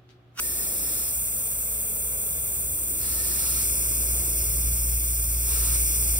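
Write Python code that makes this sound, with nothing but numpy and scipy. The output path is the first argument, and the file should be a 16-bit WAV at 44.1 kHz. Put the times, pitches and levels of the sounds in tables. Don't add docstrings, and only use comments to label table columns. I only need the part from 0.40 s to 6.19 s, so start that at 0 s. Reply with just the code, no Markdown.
import sys
import numpy as np
from scipy.fft import rfft, irfft, next_fast_len
from scipy.io import wavfile
from scipy.ndimage import map_coordinates

SR = 44100
rng = np.random.default_rng(int(sys.argv[2]) if len(sys.argv) > 2 else 0)


def dump(signal):
    limited = np.clip(np.atleast_2d(signal).T, -1, 1)
    pcm = np.round(limited * 32767).astype(np.int16)
    wavfile.write(sys.argv[1], SR, pcm)


N = 255339

# f/Hz, likeness/0-1
JET_LIKENESS = [(1000, .85), (1500, .8), (1900, 1), (2600, .5), (3500, .7), (3850, 1), (4200, 1),
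                (4600, .75), (5300, .65), (6000, .75), (6450, 1), (6950, 1), (7800, .88), (10500, .91),
                (11300, 1), (11800, 1), (12600, .9), (15500, .89)]
OPENING_PAN_DB = [[-2], [2]]


def amp(db):
    return 10 ** (np.asarray(db) / 20)


def unit(x):
    return x / np.sqrt(np.mean(x ** 2) + 1e-20)


def along(points, hz):
    f, values = np.transpose(points)
    return np.interp(np.log(hz + 1), np.log(f + 1), values)


def curve(points):
    return np.interp(np.arange(N) / SR, *np.transpose(points))


def ramp(start_s, length_s):
    return np.clip((np.arange(N) / SR - start_s) / length_s, 0, 1)


def held(start_s, end_s, attack_s, release_s):
    return ramp(start_s, attack_s) * (1 - ramp(end_s, release_s))


def wobble(rate_hz):
    knots = rng.standard_normal(int(N * rate_hz / SR) + 4)
    return map_coordinates(knots, [np.arange(N) * rate_hz / SR])


def filtered(x, response):
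    size = next_fast_len(N + SR // 2)
    return irfft(rfft(x, size) * response(np.fft.rfftfreq(size, 1 / SR)), size)[..., :N]


def resonance(hz, centre_hz, width_hz):
    return 1j * hz * width_hz / (centre_hz ** 2 - hz ** 2 + 1j * hz * width_hz)


def noise(colour, likeness):
    def mid_side_gains(hz):
        angle = np.arccos(np.clip(along(likeness, hz), -1, 1)) / 2
        return colour(hz) * np.array([np.cos(angle), np.sin(angle)])
    mid, side = filtered(rng.standard_normal((2, N)), mid_side_gains)
    return unit(np.array([mid + side, mid - side]))


def turbulence(spectrum, likeness):
    return noise(lambda hz: amp(along(spectrum, hz)), likeness)


def machine(wander_hz=0.552, throb_hz=12, throb_db=1.4):
    pitch = [(0, 58.66), (1.3, 58.6), (1.8, 60.6), (3.3, 60.53), (4.2, 59.16), (5.79, 58.4)]
    partials = [(1, -3), (2, -19.5), (3, -32)]
    rumble_spectrum = [(15, -19), (28, -13), (40, -5), (60, 6.5), (80, 4), (105, 1.5), (135, -1.5),
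                       (165, -7.5), (250, -15), (450, -20), (1000, -64)]
    phase = 2 * np.pi * np.cumsum(curve(pitch) + wander_hz * wobble(14)) / SR
    hum = unit(sum(amp(db) * np.sin(order * phase) for order, db in partials))
    throb = np.sin(2 * np.pi * np.cumsum(throb_hz + wobble(3.14)) / SR)
    rumble_db = curve([(0.65, -49), (3, -41.5)]) + wobble(3.1)
    rumble = turbulence(rumble_spectrum, likeness=[(60, 0.93)])
    hum_db = curve([(2, -46), (4.3, -28.7)]) + throb_db * throb + wobble(16)
    return amp(hum_db) * hum + amp(rumble_db) * rumble


def dull_rush(gain_db=2.0, waver_db=0.56):
    levels = [(0, -49), (.35, -47.5), (.8, -49.5), (1.7, -47.5), (2.35, -50.5), (3.1, -48), (3.9, -46.5),
              (4.8, -53), (5.2, -50), (5.79, -48)]
    spectrum = [(90, -12), (180, 0.5), (380, 2.5), (600, -2), (850, -12.5), (1400, -12), (2200, -14.5),
                (3000, -23), (6000, -67)]
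    likeness = [(250, 1), (550, 0.95), (800, 0.35), (1100, 0.27), (1900, 1), (2500, 0.55)]
    return amp(curve(levels) + gain_db + waver_db * wobble(6.1)) * turbulence(spectrum, likeness)


def whistles(fade_s=0.076):
    bands = [(-.1, .38, 5297, 32, -49.8), (.38, .72, 5297, 32, -46.8), (2.6, 3.25, 5285, 34, -54),
             (2.6, 3.1, 4815, 40, -52.5), (2.6, 3.25, 4250, 45, -54.5), (-.1, .27, 1822, 14, -52.5),
             (.27, .7, 1822, 20, -59.5), (2.6, 2.76, 1822, 20, -56), (2.76, 2.97, 1822, 14, -51),
             (2.62, 3.28, 1325, 45, -57.5), (5.08, 5.36, 1325, 60, -54.8), (2.65, 3.3, 8700, 100, -43),
             (5.2, 5.37, 8700, 80, -37)]
    t = np.arange(N) / SR
    pair = np.zeros((2, N))
    for start_s, end_s, centre_hz, width_hz, db in bands:
        gate = np.clip(np.minimum(t - start_s, end_s - t) / fade_s + .5, 0, 1)
        band = noise(lambda hz: resonance(hz, centre_hz, 2 * width_hz) ** 2, likeness=[(1000, 0.072)])
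        pair += amp(db) * gate * band
    return pair * amp(OPENING_PAN_DB)


def catch(start_s, end_s, ring_db, edge_db, scatter_db=2.0):
    modes = [(1325, 110, -4), (1825, 60, -8), (3290, 110, -1.5), (3490, 130, -3), (3790, 190, -1),
             (4250, 130, -1), (4820, 120, 2.5), (5295, 150, 4), (5635, 160, 4), (6230, 220, 0),
             (6600, 140, 3), (7180, 120, 3.5), (7680, 140, 5), (8700, 200, 7)]
    edge_spectrum = [(400, -16), (800, -3), (1100, -.5), (1600, -1), (2100, -3), (2750, .5), (3200, -2),
                     (3550, -6), (4000, 1), (4500, -4), (5100, -5), (6000, -2), (7000, -3), (12000, -20)]
    likeness = [(1300, .07), (5600, .15), (6400, 0.92)]
    offsets_db = scatter_db * rng.standard_normal(len(modes))

    def ring_colour(hz):
        responses = [amp(db + offset_db) * resonance(hz, centre_hz, width_hz) ** 2
                     for (centre_hz, width_hz, db), offset_db in zip(modes, offsets_db)]
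        return np.linalg.norm(responses, axis=0)
    ring = amp(ring_db) * noise(ring_colour, likeness)
    edge = amp(edge_db) * turbulence(edge_spectrum, likeness)
    return held(start_s, end_s, attack_s=.08, release_s=.08) * (ring + edge)


def hollow(jet_db, graze_db=-23, idle_db=-32, wash_db=-14, wash_growth=1.57, sputter_db=0.6):
    catches = [(-.1, 0.68, -16.8, -21.5), (2.568, 3.22, -13.5, -17.3), (5.03, 5.35, -16.5, -16.3)]
    wash_spectrum = [(600, -32), (1000, -19), (1700, -11), (2000, -7), (2330, -2), (2900, -9), (3250, -15),
                     (3500, -9.5), (3900, -19), (4200, -9), (4600, -2.5), (4820, -6.5), (5020, 1.5),
                     (5250, 3), (5600, 2), (5800, 3), (6250, 1), (8000, -4), (12000, -25)]
    ring = amp(jet_db + sputter_db * wobble(45)) * sum(catch(*row) for row in catches)
    grazing = 1 - ramp(start_s=catches[0][1], length_s=0.84)
    turned_in = ramp(start_s=2.26, length_s=1)
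    inside = amp(idle_db) + amp(graze_db) * grazing + (amp(wash_db) - amp(idle_db)) * turned_in
    flow_db = jet_db.mean() + wash_growth * (jet_db - jet_db.mean()) + 1.16 * wobble(40)
    wash = inside * amp(flow_db) * turbulence(wash_spectrum, JET_LIKENESS)
    return ring * amp(OPENING_PAN_DB) + wash


def jet(jet_db, spray_offset_db=-14.0, spray_follow=0.42):
    hiss_spectrum = [(700, -36), (1000, -23.5), (2000, -21), (2350, -17), (2800, -21), (3200, -22),
                     (3500, -15.3), (3800, -19.5), (4300, -18.5), (4800, -23.5), (5050, -21), (5300, -23.5),
                     (5550, -17.5), (5850, -17.5), (6230, -9.8), (7100, -4.5), (8400, -.3), (9800, .5),
                     (11800, -5), (16000, -22)]
    spray_spectrum = [(9000, -30), (11400, -12), (12800, -.5), (14300, -2.5), (15200, 0), (16000, -2)]
    flutter_db = 0.33 * wobble(90) + 0.39 * wobble(600)
    hiss = amp(jet_db + 0.3 * wobble(45)) * turbulence(hiss_spectrum, JET_LIKENESS)
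    spray_db = spray_offset_db + spray_follow * jet_db + 0.23 * wobble(60)
    spray = amp(spray_db) * turbulence(spray_spectrum, JET_LIKENESS)
    return amp(flutter_db) * (hiss + spray)


def at_ports(pair, lag_ms):
    bend = [(60, 0), (250, .6), (740, 1.8), (860, -.9), (1300, .6), (1650, 0), (1850, -.6), (2000, -.4),
            (2150, 1.8), (2600, 2), (3150, 1.1), (3300, -1.4), (3800, 1.95), (4200, 2.5), (4550, 4.2),
            (5000, 6.2), (5600, 7.2), (6000, 6), (6400, 5.55), (7000, 6.28)]
    balance = [(360, -1.5), (600, 8), (800, 13), (1300, 6), (1650, 5), (2000, 2.5), (2800, 5), (3500, 1),
               (4400, 0), (8000, 0)]
    halves = np.array([[.5], [-.5]])

    def response(hz):
        lead_rad = along(bend, hz) - 2 * np.pi * hz * lag_ms / 1000
        return np.exp(1j * lead_rad * halves) * amp(along(balance, hz) * halves)
    return filtered(pair, response)


def spread(pair, start_s=.55, end_s=2.05, first_hz=360, last_hz=300, half_width_hz=55, side_db=2):
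    share = held(start_s, end_s, attack_s=0.2, release_s=0.25)
    phase = 2 * np.pi * np.cumsum(curve([(start_s, first_hz), (end_s, last_hz)])) / SR
    carriers = np.array([np.cos(phase), np.sin(phase)])
    baseband = filtered(carriers * pair.mean(0), lambda hz: 1 / (1 + (hz / half_width_hz) ** 4))
    band = 2 * np.sum(carriers * baseband, axis=0)
    sides = amp(side_db) * np.array([band, -band])
    return pair + share * (sides - band)


def scene(nozzle_db=3.0):
    strength = [(0, -33), (.55, -32), (1.5, -33.5), (2.5, -33), (3.12, -29), (4, -30.5), (5.0, -32),
                (5.12, -29), (5.32, -28), (5.5, -28.5), (5.79, -29)]
    jet_db = nozzle_db + curve(strength)
    air = jet(jet_db) + hollow(jet_db) + whistles() + dull_rush()
    return spread(at_ports(air, lag_ms=0.2149) + machine())


def record(dry, notch_hz=3130, width_hz=380, depth=0.57, top_hz=15730):
    return filtered(dry, lambda hz: (1 - depth * resonance(hz, notch_hz, width_hz)) * (hz < top_hz))


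dry = scene()
out = record(dry)
dump(out)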